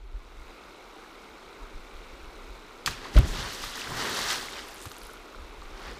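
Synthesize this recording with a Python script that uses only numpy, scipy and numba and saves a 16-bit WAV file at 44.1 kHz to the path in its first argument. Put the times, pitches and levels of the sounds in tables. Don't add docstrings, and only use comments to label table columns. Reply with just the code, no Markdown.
import sys
import numpy as np
from scipy import signal
from scipy.fft import rfft, irfft
from scipy.io import wavfile
from scipy.ndimage import uniform_filter1d
from numba import njit

SR = 44100
rng = np.random.default_rng(int(sys.argv[2]) if len(sys.argv) > 2 else 0)


def dump(signal):
    limited = np.clip(np.atleast_2d(signal).T, -1, 1)
    pcm = np.round(limited * 32767).astype(np.int16)
    wavfile.write(sys.argv[1], SR, pcm)


def undo_db(level):
    steps = np.asarray(level, float) / 20
    return 10 ** steps


N = 264159
T = np.arange(N) / SR

# f/Hz, level/dB (per Hz)
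CREEK_COLOUR = [(110, -44), (180, -8.5), (394, 1), (616, -6.5), (1160, -5), (1430, -4.5), (1750, -15),
                (2190, -8), (3060, -15.5), (3900, -13), (4610, -19), (5560, -21), (11300, -32.5),
                (14100, -32.5), (15500, -37)]
# t/s,
# level/dB, rumble above it/dB, rise/s, fall/s
GUSTS = [(0.02, -39.6, -44.9, 0.047, 0.21), (0.153, -29.5, -48, 0.068, 0.031),
         (0.403, -44.4, -28, 0.61, 0.14), (0.48, -43, -18, 0.12, 0.081), (1.629, -40, -35, 0.03, 0.089),
         (1.746, -35, -20, 0.024, 0.11), (1.966, -40.5, -35.7, 0.061, 0.033),
         (2.151, -43, -24, 0.62, 0.027), (2.233, -43.6, -18, 0.081, 0.49), (2.507, -40.5, -15, 0.03, 0.12),
         (2.878, -44.5, 1, 0.032, 0.19), (2.999, -48.6, -9, 0.25, 0.074), (3.202, -27.9, 3.5, 0.04, 0.1),
         (3.309, -30.5, -21, 0.14, 0.049), (3.407, -39.5, -1.2, 0.3, 0.19), (3.626, -42.5, -9, 0.035, 0.2),
         (3.919, -49, 6, 0.11, 0.54), (4.185, -50.5, -12, 0.07, 1.132), (4.867, -57, 9, 0.03, 0.064),
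         (5.041, -49.5, -16.2, 0.03, 0.46), (5.386, -38.5, -25, 0.066, 0.22),
         (5.649, -40, -23, 0.286, 0.06), (5.724, -40, -19, 0.044, 0.098), (5.96, -42.5, -16, 0.35, 0.3)]
# t/s, level/dB, f/Hz, length/cycles
BUBBLES = [(1.655, -37, 1210, 7.5), (2.71, -32, 1210, 8), (3.055, -26.5, 1040, 11), (3.639, -18, 1220, 4.9),
           (3.739, -23, 3360, 9.9), (3.777, -22, 1690, 7), (3.818, -19, 2620, 8.8), (3.845, -23, 1950, 7.7),
           (3.873, -22.5, 1480, 10), (3.919, -22, 970, 8), (3.948, -28, 890, 8), (4.17, -21, 1710, 8),
           (4.36, -24, 1380, 7.7), (4.485, -20, 2050, 6.8), (4.513, -33, 2740, 8), (4.569, -28, 2300, 13),
           (4.59, -31, 1970, 13), (4.855, -26, 1090, 5.3), (4.916, -35, 1200, 11), (5.095, -31, 1370, 11),
           (5.347, -30, 1330, 7.4), (5.386, -34, 1240, 8), (5.621, -27.5, 1120, 6.9), (5.97, -36, 1050, 8)]
# t/s, level/dB, f/Hz
TICKS = [(3.757, -27, 6100), (4.097, -28.5, 6630), (4.2266, -31, 7830), (4.2805, -31, 6340),
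         (4.3648, -34, 7810), (4.4721, -38, 9200), (4.5254, -34, 7870), (4.6097, -40, 7570),
         (4.6437, -39, 11300), (4.686, -32, 11100), (4.7445, -30.5, 11000), (4.7684, -40, 6180),
         (4.782, -36, 7000), (4.817, -33, 6600), (4.8347, -34, 8200), (4.918, -33, 6530),
         (4.9355, -47, 10000), (4.967, -34, 6800), (4.984, -31, 10700), (5.0193, -41, 9590),
         (5.034, -32, 10600), (5.0687, -32, 9700), (5.135, -35, 10700), (5.172, -48, 6490),
         (5.635, -44, 7420), (5.6833, -46, 6420), (5.7836, -52, 7800), (5.9133, -45, 7210),
         (5.9741, -48.5, 7060)]
# t/s, level/dB, f/Hz, length/cycles
PLOPS = [(4.4828, -36, 3390, 4), (4.5132, -30, 2730, 4), (4.5351, -26.5, 3500, 3.7), (4.6449, -48, 2850, 4),
         (4.815, -47, 3500, 4), (4.8574, -32, 4180, 3), (4.9163, -29, 3780, 4), (4.9662, -37, 4010, 4),
         (5.017, -39, 2500, 4), (5.017, -33, 4400, 5.2), (5.05, -43, 3480, 3.5), (5.1727, -38, 3420, 4),
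         (5.3618, -39, 3960, 4), (5.5887, -48, 3830, 4), (5.6177, -36, 3900, 4), (5.9015, -37.5, 4450, 4)]
# f/Hz, level/dB (per Hz)
SPLASH_COLOUR = [(53, -31), (90, 11), (130, -1), (187, -7), (227, -1), (328, -5.5), (381, -1), (599, -10),
                 (1070, -2.5), (1960, -3.5), (2280, -10), (3360, -4), (4440, -4.5), (10300, -16),
                 (15500, -18)]
SIZE_LIMITS = (190, 650, 2300, 6500, 15500)
SIZE_LEVELS = (-9, -1.3, -0.1, -9.5)
THINNING = (4.4, 4.75)
# t/s, level/dB, rise/s, fall/s, brightness/dB per droplet size
SHEETS = [(2.911, -44.5, 0.04, 0.11, 0.8), (3.052, -46.2, 0.13, 0.12, -5), (3.144, -46.5, 0.031, 0.32, 2.5),
          (3.195, -47, 0.14, 0.484, -11), (3.283, -52.5, 0.069, 0.281, 7.5), (3.395, -43, 0.18, 0.7, -0.6),
          (3.543, -43, 0.43, 0.34, 0.5), (3.642, -46.5, 0.108, 0.263, 5), (3.755, -43, 0.025, 0.73, 1.3),
          (4.011, -38, 0.2, 0.44, -4.5), (4.107, -43.5, 0.29, 0.24, 3.5), (4.224, -36, 0.55, 0.072, -2.3),
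          (4.316, -35, 0.3, 0.25, 2.2), (4.381, -49, 0.124, 0.087, -9), (4.562, -45.5, 0.28, 0.48, -1.4),
          (4.843, -63, 0.5, 0.42, 12), (4.86, -49, 0.015, 0.046, -1), (5.065, -60.5, 0.202, 0.065, 7),
          (5.144, -71, 0.054, 0.029, 15), (5.78, -52.5, 0.058, 1, -5.5), (5.894, -50, 0.296, 0.17, -4.5)]
# t/s, level/dB, f/Hz, length/cycles
SLAPS = [
    (2.8613, -3.5, 4200, 1.8),
    (2.8622, -11, 4460, 1.6),
    (2.8735, -19, 1510, 3.7),
    (2.8773, -18.5, 1140, 7.6),
    (3.163, -25, 590, 14),
    (2.8615, -15, 10500, 2.5),
    (2.8697, -25, 1300, 2.7),
    (3.1625, -19, 304, 3.7),
    (3.19, -15, 256, 2.2),
]
# t/s, level/dB, centre f/Hz, rise/s, time to fall 60 dB/s
BURSTS = [(2.8585, -41, 5000, 0.00084, 0.022), (2.861, -26.5, 4120, 0.0013, 0.12),
          (2.868, -24, 1360, 0.009, 0.05), (2.872, -36, 3970, 0.0053, 0.066),
          (2.86, -39, 11500, 0.00056, 0.15), (2.88, -36, 200, 0.0045, 0.14),
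          (3.145, -40, 1770, 0.0041, 0.13), (3.16, -30, 2650, 0.0064, 0.15),
          (3.16, -40, 300, 0.0022, 0.072), (3.185, -28.5, 300, 0.009, 0.085),
          (3.273, -41, 5000, 0.0049, 0.18), (4.855, -46, 250, .008, 0.054),
          (3.165, -26.5, 980, 0.016, 0.047)]
# t/s, level/dB, f/Hz, glide/per s, length/s
CAVITY = [
    (3.144, -35, 89, -2, 0.018),
    (3.157, -5.5, 46, 1.5, 0.043),
    (3.162, -19, 140, -4, 0.0185),
    (3.186, -16.5, 112, 0.5, 0.031),
    (3.204, -27.5, 69.7, 7, 0.039),
    (3.229, -20, 66.4, 4, 0.022),
    (3.268, -30, 29.8, -4.5, 0.057),
    (2.876, -36, 60.3, 6, 0.03),
    (2.878, -32, 130, 2, 0.0154),
    (4.855, -39, 89, 0, 0.028),
]


def unit(x):
    return x / np.sqrt(np.mean(x ** 2))


def walk(rate):
    hold = int(SR / rate)
    levels = np.repeat(rng.standard_normal(N // hold + 1), hold)
    return 1.5 * uniform_filter1d(uniform_filter1d(levels, hold), hold)[:N]


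def band(x, lo_hz, hi_hz):
    limits = [max(lo_hz, 10), min(hi_hz, 19000)]
    return signal.sosfilt(signal.butter(2, limits, "bandpass", fs=SR, output="sos"), x)


def swell(s, db, rise, fall):
    s, db, rise, fall = (np.reshape(v, (-1, 1)) for v in (s, db, rise, fall))
    t = T[::64]
    away = np.maximum((s - t) / np.abs(rise), (t - s) / np.abs(fall))
    each = undo_db(db - 20 * away)
    return np.interp(T, t, np.sqrt(np.sum(each ** 2, axis=0)))


@njit
def ring(start, hz, cycles, size, glide, count):
    out = np.zeros(count)
    for k in range(len(start)):
        step = 2 * np.pi * hz[k] / SR
        fade = np.exp(-3 * hz[k] / (cycles[k] * SR))
        length = int(2 * cycles[k] * SR / hz[k]) + 2
        phase, a = 0., size[k]
        for i in range(start[k], min(start[k] + length, count)):
            out[i] += a * np.sin(phase) * (1 - np.exp(-phase / 2))
            phase += min(step, 3.)
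            step *= 1 + glide / length
            a *= fade
    return out


def patter(count, lo_hz, hi_hz, cycles):
    when, pitch, loud = rng.random((count, 3)).T
    start = (when * N).astype(np.int64)
    hz = lo_hz * (hi_hz / lo_hz) ** pitch
    size = undo_db(-5 * np.log(1.06 - loud))
    return unit(ring(start, hz, cycles + 0 * hz, size, .1, N))


def water(colour, count, cycles, spread_db, hiss_db):
    when, pitch, loud = rng.random((count, 3)).T
    start = (when * N).astype(np.int64)
    hz = 150 * 100 ** pitch
    size = hz * undo_db(-spread_db * np.log(1.02 - loud))
    crowd = unit(ring(start, hz, cycles + 0 * hz, size, 0.44, N))
    f = np.maximum(np.arange(N // 2 + 1) * SR / N, 1)
    colour_hz, colour_db = np.transpose(colour)
    tint = undo_db(np.interp(np.log(f), np.log(colour_hz), colour_db))
    return rfft(crowd + undo_db(hiss_db) * rng.standard_normal(N)) * tint, f


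def creek():
    spectrum, _ = water(CREEK_COLOUR, count=40000, cycles=7.1, spread_db=2.5, hiss_db=0.5)
    fade_in_db = -8.5 * np.maximum(1 - T / 0.49, 0)
    rise_db = 0.77 * np.minimum(T, 2.75)
    flicker_db = 0.2 * walk(1.36) + 0.21 * walk(5.83)
    gurgle = patter(count=800, lo_hz=715, hi_hz=2300, cycles=16) * undo_db(-14.5 + 2.4 * walk(5.7))
    return (unit(irfft(spectrum, N)) + gurgle) * undo_db(-50 + fade_in_db + rise_db + flicker_db)


def wind():
    breeze_db, hum_db, eddy_hz = -60.5, -69, 31
    s, db, rumble_db, rise, fall = np.transpose(GUSTS)
    force = uniform_filter1d(np.hypot(undo_db(breeze_db), swell(s, db, rise, fall)), size=900)
    rumble = np.hypot(undo_db(hum_db), swell(s, db + rumble_db, rise, fall))
    pace = eddy_hz * undo_db(2.2 * walk(30))
    swing = np.sqrt(2) * np.sin(2 * np.pi * np.cumsum(pace) / SR) * undo_db(2 * walk(24) - 1)
    rough = unit(band(band(rng.standard_normal(N), 20.6, 53), 15.5, 70))
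    surge = unit(band(band(rng.standard_normal(N), 53, 192), 57, 199)) * rumble
    calm = 1 - np.exp(-((T - 3.19) / 0.057) ** 8)
    return ((0.92 * swing + 0.7 * rough) * force + surge) * calm


def rainfall(size, db):
    s, peak_db, rise, fall, bright_db = np.transpose(SHEETS)
    return swell(s, peak_db + db + bright_db * (size - 3 / 2), rise, fall)


def splash():
    spectrum, f = water(SPLASH_COLOUR, count=30000, cycles=5.8, spread_db=3.5, hiss_db=3.0)
    apart = np.interp(T, THINNING, (.45, .8))
    drops = [patter(count=300, lo_hz=200, hi_hz=600, cycles=5.3),
             patter(count=900, lo_hz=770, hi_hz=2190, cycles=1.8),
             patter(count=1200, lo_hz=2380, hi_hz=5950, cycles=12.0),
             patter(count=900, lo_hz=7740, hi_hz=12900, cycles=8.4)]
    weights = (0.41, 0.58, 0.9, 0.95)
    clumps = walk(30)
    out = 0
    for size in range(4):
        lo, hi = SIZE_LIMITS[size], SIZE_LIMITS[size + 1]
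        share = np.sqrt(1 / (1 + (f / hi) ** 8) - 1 / (1 + (f / lo) ** 8))
        wash = unit(irfft(spectrum * share, N))
        single = np.clip(weights[size] * apart, 0, 1)
        rain = np.sqrt(1 - single ** 2) * wash + single * drops[size]
        out = out + rain * rainfall(size, SIZE_LEVELS[size]) * undo_db(0.58 * clumps + 1.2 * walk(27.94))
    return out


def ringing_hits():
    ticks = [(*tick, 5.8) for tick in TICKS]
    s, db, hz, cycles = np.transpose(list(BUBBLES) + ticks + list(PLOPS) + list(SLAPS))
    db = db - 6.5 * (np.arange(len(s)) < len(BUBBLES))
    return ring((s * SR).astype(np.int64), hz, np.maximum(cycles, 1), undo_db(db + 4.0), 0.13, N)


def torn_water():
    out = np.zeros(N)
    t = np.arange(SR // 3) / SR
    for s, db, hz, rise, t60 in BURSTS:
        half_hz = 0.96 * hz / 2
        middle_hz = np.hypot(hz, half_hz)
        noise = unit(band(rng.standard_normal(len(t)), middle_hz - half_hz, middle_hz + half_hz))
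        shape = np.minimum(t / rise, 1) ** 2 * undo_db(-60 * np.maximum(t - rise, 0) / t60)
        out[int(s * SR):][:len(t)] += undo_db(db) * noise * shape
    return out


def air_cavity():
    out = np.zeros(N)
    for s, db, hz, glide, length in CAVITY:
        t = np.arange(int(length * SR)) / SR
        swing = -np.cos(2 * np.pi * hz * t * (1 + glide * t))
        out[int(s * SR):][:len(t)] += undo_db(db) * swing * np.sin(np.pi * t / length) ** 0.5
    out[int(3.1877 * SR)] -= undo_db(-11)
    return out


def scene():
    near = splash() + ringing_hits() + torn_water() + air_cavity()
    echo = undo_db(-27.0) * np.roll(band(near, 330, 3600), int(.19 * SR))
    return (creek() + wind() + near + echo)[None]


def top_cut(x):
    return signal.sosfilt(signal.butter(12, 16520, fs=SR, output="sos"), x)


def record(dry):
    x = signal.sosfilt(signal.butter(1, 12, "highpass", fs=SR, output="sos"), dry)
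    x = signal.sosfilt(signal.ellip(8, .2, 50, 15400, fs=SR, output="sos"), x)
    return top_cut(x)


dry = scene()
out = record(dry)
dump(out)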